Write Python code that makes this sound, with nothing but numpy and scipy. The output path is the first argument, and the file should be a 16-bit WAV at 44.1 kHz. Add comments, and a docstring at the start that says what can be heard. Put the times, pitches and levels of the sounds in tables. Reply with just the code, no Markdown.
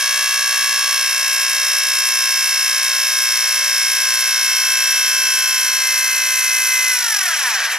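"""A buzzing motor whine over tape that rubs and throbs once a turn: an open video recorder rewinds
a damaged cassette, close to a small stereo microphone. The drive motor kicks nine times a turn; its partials
and small flaws ring the deck. As it sags under load, partials slide through narrow resonances and
the tape squeals more. In the last second it brakes almost evenly, juddering and knocking, and a ladder
of stuttering partials falls through the resonances. Rubbing is filtered noise, knocks are noise bursts."""
import sys
import numpy as np
from scipy import signal
from scipy.fft import rfft, irfft, next_fast_len
from scipy.io import wavfile

SR = 44100
rng = np.random.default_rng(int(sys.argv[2]) if len(sys.argv) > 2 else 0)


def wav_out(sig):
    """Save sig, one row per channel (or a flat mono array), as 16-bit PCM at SR to the path in sys.argv[1]."""
    wavfile.write(sys.argv[1], SR, np.round(np.clip(np.atleast_2d(sig).T, -1, 1) * 32767).astype(np.int16))


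N = 343098
TIME = np.arange(N) / SR
SIZE = next_fast_len(N + 4096)
BINS = np.maximum(np.arange(SIZE // 2 + 1) * SR / SIZE, 1)  # hz

# speed of the running motor, sagging under the load: time_s, speed_turns_per_s
SPEED = [(0.0, 59.97), (0.86, 59.92), (1.02, 59.46), (1.42, 59.48), (1.98, 59.39), (2.3, 59.19),
         (2.94, 59.15), (3.58, 58.81), (3.74, 58.83), (4.22, 58.55), (5.02, 58.3), (5.26, 58.34),
         (5.66, 58.06), (6.06, 57.57), (6.7, 57.15), (6.9, 56.68)]
# the brake slows the motor almost evenly: time_s, speed_turns_per_s
RUN_DOWN = [(6.9, 56.68), (6.95, 55.6), (7.03, 53.8), (7.11, 49.1), (7.35, 34.8), (7.5, 25.55), (7.78, 8.5)]
# the drive catches once a turn, lightly at first and hard under braking: time_s, depth_0_to_1
JUDDER = [(0, .05), (2.2, .1), (3.5, .02), (6.9, 0), (7.05, .2), (7.16, .36), (7.25, .2), (7.38, .06),
          (7.78, .12)]

# motor partials, clustered round the multiples of nine: turn_rate_multiple, relative_level_db
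TONES = [(8, -58.5), (10, -49.5), (11, -56.5), (15, -56.5), (16, -53), (18, -40), (19, -46.5), (21, -44),
         (26, -41.5), (27, -35), (28, -38.5), (29, -45.5), (30, -50.5), (31, -49), (34, -42.5), (35, -47.5),
         (36, -41), (37, -40.5), (38, -44.5), (39, -45.5), (43, -42.5), (44, -46), (45, -30.5), (46, -44.5),
         (48, -46), (52, -44), (53, -41), (54, -44), (55, -39.5), (56, -48.5), (63, -46.5), (64, -41),
         (71, -47.5), (72, -44.5), (73, -37.5), (74, -46), (75, -44), (81, -45.5), (82, -40.5), (83, -48),
         (88, -46), (89, -44), (90, -41), (91, -42), (92, -52.5), (93, -57), (94, -59), (95, -41.5),
         (96, -47), (97, -42), (98, -45.5), (99, -45), (100, -39.5), (101, -38.5), (103, -42.5),
         (107, -41.5), (108, -40), (109, -42), (111, -43.5), (118, -42), (125, -44), (126, -42), (127, -45),
         (136, -57), (145, -42.5), (153, -43), (154, -43.5), (164, -58), (171, -51), (172, -57), (183, -55),
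         (188, -57), (189, -58), (190, -47), (199, -37), (208, -51)]
# partials that sing out for a while (a negative level dips; a row ending before its start adds only a faint
# bump between the two times, or nothing once the gap is a twentieth of a second or more): start_s, end_s,
# turn_rate_multiple, added_level_db
SWELLS = [(0.0, 0.86, 28, 2.5), (0.0, 0.958, 19, 5), (0.0, 1.03, 56, 12), (0.0, 1.03, 71, 11),
          (0.0, 1.0, 111, 8), (0.0, 1.0, 164, 15), (0.0, 2.9, 38, 5), (0.0, 2.7, 46, 9.5),
          (0.0, 5.6, 90, 5.5), (0.0, 5.75, 37, 5.5), (2.0, 5.8, 99, 7.5), (3.0, 5.3, 97, 5),
          (3.1, 5.6, 92, 13), (3.1, 6, 74, 4), (3.3, 3.9, 96, 5), (0.0, 5.1, 63, 10), (4.1, 7.7, 73, 2.5),
          (4.447, 5.597, 45, 3), (4.5, 5.1, 48, 0), (4.5, 5.7, 54, 9), (4.9, 6.3, 100, 3),
          (5.203, 6, 96, 12), (5.7, 5.3, 109, 4), (5.8, 6.938, 36, 8), (5.8, 6.6, 189, 17),
          (5.9, 6.9, 108, -1), (6.702, 6.93, 36, 5.5), (6.93, 7.04, 45, 6), (6.94, 6.9, 72, 13),
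          (6.98, 6.6, 18, 2.5), (7.0, 7.4, 90, 8), (7.02, 7.09, 63, 6), (7.03, 7.08, 81, 6),
          (7.09, 7.3, 99, 7), (7.11, 7.2, 54, 4), (7.13, 7.18, 36, 4), (7.2, 7.57, 36, 6.5),
          (7.18, 7.38, 45, 2), (7.27, 7.2, 72, 12), (7.32, 6.7, 54, 5), (7.37, 7.43, 99, 5),
          (7.42, 7.47, 90, 5), (7.44, 7.52, 63, 3)]
# narrow modes of the motor's mounting: centre_hz, half_width_hz, peak_db
MOUNT_MODES = [(1071, 36, 2.5), (1135.7, 6.9, 7), (1516, 14.5, 7), (1732, 155, 8), (2065, 46, 5.5),
               (2178, 29, 4.5), (2574, 45, 5.5), (3199, 38, 5.5), (5328, 120, 11.5), (5547, 57, 8),
               (5652, 64, 11), (5863, 93, 6.5), (6167, 154, 9)]
# broad colour of the deck: frequency_hz, relative_density_db
DECK = [(90, -81.5), (400, -85), (600, -75), (1100, -71), (1800, -60.5), (3400, -67.5), (4900, -63.5),
        (6500, -63), (8200, -67.5), (12500, -65), (14400, -79)]
# resonances of chassis and cassette shell: centre_hz, half_width_hz, peak_db
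RESONANCES = [(1500, 88, 4.5), (2018, 38, 3.5), (2660, 130, 3), (3210, 140, 3.5), (3910, 260, 3),
              (5340, 140, -1.5), (5660, 480, 7), (7380, 210, 3), (10180, 90, 9), (11090, 140, 7)]

# rubbing of tape and reels, one row per band: start_db, added_by_full_load_db, added_by_braking_to_a_stop_db
GRIND = (-3.5, -1, 15)
RUSTLE = (-2.1, 0.92, 4.7)
SWISH = (-5, 2.8, 1)
HISS = (-1.4, 4.4, -9.5)
# tape squeal that repeats on every turn: time_s, level_db
SQUEALING = [(0, -39), (2.9, -34), (3.6, -30.5), (5.8, -29), (6.85, -29), (7.05, -26.5), (7.18, -22.5),
             (7.3, -30), (7.78, -42)]

# colour of the braking whine, one partial on every kick-rate multiple: frequency_hz, relative_partial_db
BRAKE_COLOUR = [(300, -69), (480, -52.5), (700, -43.5), (1000, -38), (1300, -37), (1680, -26),
                (1900, -29.5), (2150, -36.5), (2550, -34.5), (2900, -42), (3250, -39), (3550, -46),
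                (4300, -43), (4750, -40), (5100, -43), (5600, -34.5), (6000, -36), (6600, -44), (9000, -55)]
# balance of the braking sounds: time_s, whine_db, knocks_db
BRAKING = [(6.86, -50, -45), (6.95, -2, -6), (7.12, -1, -3), (7.3, 0, 2), (7.5, -.5, 1), (7.63, -1.5, 1),
           (7.7, -6.5, -4), (7.78, -5, -2)]

# likeness of the rubbing noise at the two ports: frequency_hz, likeness_0_to_1
LIKENESS = [(100, .9), (300, .8), (600, .99), (3000, .97), (6000, .93), (9000, .5), (14000, .45)]
# phase by which the left port leads: frequency_hz, lead_radians
PORT_PHASE = [(150, -3), (300, -1), (480, 0.21), (1900, 0.28), (2200, 0.5), (2650, -0.8), (3100, -0.8),
              (4000, -0.9), (6100, -1.3), (7800, -1.17), (9500, -0.5), (10800, -2.5), (11900, 3),
              (14000, -3)]
# left minus right: frequency_hz, difference_db
PORT_BALANCE = [(300, -1), (1500, 0), (2300, 1.5), (4000, 0.1), (8000, 0.5), (10000, 2), (12500, 0.2)]

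CRUISE_TURNS_PER_S, KICKS_PER_TURN = 58.8, 9
CATCH_AT_TURN = .66  # where in the turn the throbs peak
SLIP_RADIANS = .0028  # shaft unevenness added at full load
SWELL_FADE_S = 0.052
WAVER_DB, WANDER_RADIANS, WANDER_PER_S = 1.0, .3, .3  # unsteadiness of the running partials
HISS_FLICKER_DB = 1.6
SQUEAL_DEPTH, SQUEAL_HZ, SQUEAL_WIDTH_HZ = .15, 5700, 450
STUTTER_DB, STUTTER_RADIANS, FLUTTER_DEPTH = 2.6, .42, .5  # unsteadiness of the braking partials
KICK_UNEVEN_DB = 3.0
CUTOFF_HZ = 14600


def from_db(db):
    """Decibels to gain."""
    return 10 ** (np.asarray(db) / 20)


def in_time(rows):
    """One curve per column, straight between the rows."""
    s, *columns = np.transpose(rows)
    return [np.interp(TIME, s, column) for column in columns]


def at_hz(points, hz):
    """Read a spectrum on a log-frequency axis."""
    f, value = np.transpose(points)
    return np.interp(np.log(hz), np.log(f), value)


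def drift(rate, step=1):
    """Slow chance of spread 1 that changes about rate times a second, read at every step-th sample."""
    r = np.exp(-200 * np.pi * rate / SR)  # one slow value per 100 samples
    slow = signal.lfilter([1], [1, -2 * r, r * r], rng.standard_normal(N // 100 + 1002))[1000:]
    return np.interp(np.arange(0, N, step) / 100, np.arange(len(slow)), slow / slow.std())


def coloured(x, gain):
    """Filter by a gain for each frequency in BINS."""
    return irfft(rfft(x, SIZE) * gain, SIZE)[..., :N]


def ringing(x, gain_db):
    """Filter with the minimum phase of a response, so that it rings only after each kick."""
    cepstrum = irfft(np.log(from_db(gain_db)), SIZE)
    fold = 1 + np.sign(np.fft.fftfreq(SIZE))
    return coloured(x, np.exp(rfft(cepstrum * fold)))


def peaks_db(modes, hz):
    """Bell-shaped resonances, summed in dB."""
    return sum(db * np.exp(-((hz - centre) / width) ** 2) for centre, width, db in modes)


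def deck_db(hz):
    """How strongly the deck radiates: its broad colour with the resonances on top."""
    return at_hz(DECK, hz) + peaks_db(RESONANCES, hz)


def throb(angle, depth):
    """A swell once per cycle of the angle, of unchanged mean power."""
    return (1 + depth * np.cos(angle)) / np.sqrt(1 + depth ** 2 / 2)


def flaws(angle, strengths, size=8192):
    """A rough pattern repeating on every turn, one strength per multiple; about unit power per Hz if all sound."""
    phases = 2 * np.pi * rng.random(len(strengths))
    turn = irfft(np.r_[0, strengths * np.exp(1j * phases)], size)
    place = angle / (2 * np.pi) % 1 * size
    wave = np.interp(place, np.arange(size + 1), np.r_[turn, turn[0]]) / turn.std()
    return wave * np.sqrt(len(strengths) * CRUISE_TURNS_PER_S)


def drive():
    """Turns per s, the load (0-1) that shows in the sag, and the share of the speed (0-1) the brake has taken."""
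    running, = in_time(SPEED)
    speed, = in_time(SPEED + RUN_DOWN[1:])  # the run-down starts from the last running speed
    load = np.sqrt((running.max() - running) / np.ptp(running))
    return speed, load, 1 - speed / running


def swell_db(order, s):
    """A partial that sings out fades in, holds and fades out."""
    return sum(db * np.clip(.5 + np.minimum(s - start, end - s) / SWELL_FADE_S, 0, 1)
               for start, end, multiple, db in SWELLS if round(multiple) == order)


def partial(order, angle, cluster_phases, scatter_radians=1.195, steady_below_order=32):
    """One turn-rate multiple, rms 1; low clusters lean to pitch wobble, high ones to swells, slowly shifting."""
    cluster = round(order / KICKS_PER_TURN)
    # quadratic phases across a cluster turn its once-a-turn swell into a wobble
    wobble = (order < steady_below_order) * np.pi / 2 * (order - cluster * KICKS_PER_TURN) ** 2
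    scatter = scatter_radians * rng.standard_normal() + WANDER_RADIANS * drift(WANDER_PER_S)
    return np.sqrt(2) * np.cos(order * angle + cluster_phases[cluster] + wobble + scatter)


def tones(speed, angle, cluster_phases, level_db=0.19):
    """The whine; as the motor slows its partials slide through the resonances of mounting and deck."""
    out, step = np.zeros(N), 64  # gains are worked out every 64 samples
    for order, db in TONES:
        hz = order * speed[::step]
        deck_change_db = deck_db(hz) - deck_db(order * CRUISE_TURNS_PER_S)
        resonance_db = deck_change_db + peaks_db(MOUNT_MODES, hz)
        unsteady_db = swell_db(order, TIME[::step]) + WAVER_DB * drift(3.03, step)
        gain = from_db(db + level_db + resonance_db + unsteady_db)
        out += np.interp(TIME, TIME[::step], gain) * partial(order, angle, cluster_phases)
    return out


def buzz(angle, level_db=-3.0, tilt_db=-1.0, count=360, lowest_order=8):
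    """Small flaws of the running parts fill in the weak multiples between the partials."""
    orders = np.arange(1, count + 1)
    weak = ~np.isin(orders, [order for order, db in TONES]) & (orders >= lowest_order)
    tilt = tilt_db * np.log2(np.maximum(BINS, 1200) / 3000)  # dB per octave, level below 1200 Hz
    return ringing(flaws(angle, weak), deck_db(BINS) + level_db + tilt)


def rubbing(angle, load, braked, level_db=0.1, rustle_depth=0.087, swish_depth=0.2, hiss_depth=0.097,
            kick_depth=0.1, rumble_db=-2, grind_from_hz=560, rustle_from_hz=1200, swish_from_hz=3300,
            hiss_from_hz=7000):
    """Friction noise through the deck: faint rumble, grind, rustle, throbbing swish, hiss pulsing with the kicks."""
    grind_db, rustle_db, swish_db, hiss_db = (
        db + load_db * load + brake_db * braked
        for db, load_db, brake_db in (GRIND, RUSTLE, SWISH, HISS))

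    # two ports share part of their noise
    alike = np.clip(at_hz(LIKENESS, BINS), 0, 1)
    common, apart = rfft(rng.standard_normal((2, SIZE)))
    noise = np.sqrt((1 + alike) / 2) * common + np.sqrt((1 - alike) / 2) * apart * [[1], [-1]]
    noise = noise * from_db(deck_db(BINS) + level_db) * np.sqrt(SR / 2)

    above_rustle, above_swish, above_hiss = (
        1 / (1 + (hz / BINS) ** 24) for hz in (rustle_from_hz, swish_from_hz, hiss_from_hz))
    above_grind = 1 / (1 + (grind_from_hz / BINS) ** 6)
    hiss_pulse = throb(angle, hiss_depth) * throb(KICKS_PER_TURN * angle, kick_depth)
    bands = [(1 - above_grind, from_db(rumble_db)),
             (above_grind - above_rustle, from_db(grind_db)),
             (above_rustle - above_swish, from_db(rustle_db) * throb(angle, rustle_depth)),
             (above_swish - above_hiss, from_db(swish_db) * throb(angle, swish_depth)),
             (above_hiss, from_db(hiss_db + HISS_FLICKER_DB * drift(23.0)) * hiss_pulse)]
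    return sum(irfft(noise * band, SIZE)[:, :N] * gain for band, gain in bands)


def squeal(angle, slip_radians=.005, count=400):
    """The loaded tape sticks and slips nearly alike on every turn, ringing one high resonance of the deck."""
    level_db, = in_time(SQUEALING)
    slips = flaws(angle + slip_radians * drift(20), np.ones(count))
    band = coloured(slips, 1 / (1 + ((BINS - SQUEAL_HZ) / SQUEAL_WIDTH_HZ) ** 4))
    return band / band.std() * from_db(level_db) * throb(angle, SQUEAL_DEPTH)


def brake_whine(speed, angle, stutter_per_s=20, count=32):
    """Kick-rate multiples from the second up stutter, flutter once a turn and flare falling through resonances."""
    out, on = np.zeros(N), TIME > BRAKING[0][0]
    for order in KICKS_PER_TURN * np.arange(2, count):
        start, flutter = rng.uniform(0, 2 * np.pi, size=2)
        colour_db = at_hz(BRAKE_COLOUR, order * speed[on])
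        db = colour_db + swell_db(order, TIME[on]) + STUTTER_DB * drift(stutter_per_s)[on]
        phase = order * angle[on] + start + STUTTER_RADIANS * drift(2 * stutter_per_s)[on]
        out[on] += np.sqrt(2) * from_db(db) * throb(angle[on] + flutter, FLUTTER_DEPTH) * np.cos(phase)
    return out


def kicks(speed, angle, depth=0.036, rattle_s=.0016, soft_hz=3100, thin_below_hz=850):
    """Nine knocks a turn, each a short rattle of loose parts, ring the deck."""
    passed = np.floor(KICKS_PER_TURN * angle / (2 * np.pi))
    uneven = from_db(KICK_UNEVEN_DB * rng.standard_normal(N))
    clicks = np.diff(passed, prepend=passed[0]) * throb(angle, depth) * uneven
    r = np.exp(-1 / (rattle_s * SR))
    power = signal.lfilter([1 - r], [1, -r], clicks ** 2 + 1e-18)  # dies away after each click
    rattle = np.sqrt(power) * rng.standard_normal(N)
    thinning = (thin_below_hz / np.maximum(BINS, 100)) ** 6
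    colour_db = deck_db(BINS) - 10 * np.log10(1 + (BINS / soft_hz) ** 4 + thinning)
    # even out the power as the knocks come more slowly
    return ringing(rattle * SR / np.sqrt(2 * KICKS_PER_TURN * speed), colour_db)


def scene(jitter_radians=0.0021, tones_braked_db=-55, buzz_braked_db=-8, buzz_depth=0.6):
    """One turning angle drives every layer; uneven running, worse under load, roughens the high partials."""
    speed, load, braked = drive()
    whine_db, kicks_db = in_time(BRAKING)
    judder, = in_time(JUDDER)
    turning = 2 * np.pi * (np.cumsum(speed) / SR - CATCH_AT_TURN)
    angle = turning + jitter_radians * drift(23) + SLIP_RADIANS * load * drift(33)
    cluster_phases = rng.uniform(0, 2 * np.pi, size=30)

    # the running sounds give way to the braking sounds as the motor slows
    whine = tones(speed, angle, cluster_phases) * from_db(tones_braked_db * braked)
    buzz_throb = throb(angle, buzz_depth * (1 - load ** 2))
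    running = whine + buzz(angle) * buzz_throb * from_db(buzz_braked_db * braked)
    braking = from_db(whine_db) * brake_whine(speed, angle) + from_db(kicks_db) * kicks(speed, angle)
    return (running + braking + squeal(angle) + rubbing(angle, load, braked)) * throb(angle, judder)


def record(dry, low_cut_hz=85):
    """The two ports hear the deck out of phase; the bass is cut steeply and so is the top."""
    side = np.array([[1], [-1]])  # left, right
    phase = np.exp(.5j * side * at_hz(PORT_PHASE, BINS))
    ports = phase * from_db(.5 * side * at_hz(PORT_BALANCE, BINS))
    heard = coloured(dry, ports / (1 + (low_cut_hz / BINS) ** 4))
    return signal.sosfilt(signal.ellip(12, .1, 90, CUTOFF_HZ, fs=SR, output="sos"), heard)


dry = scene()
out = record(dry)
wav_out(out)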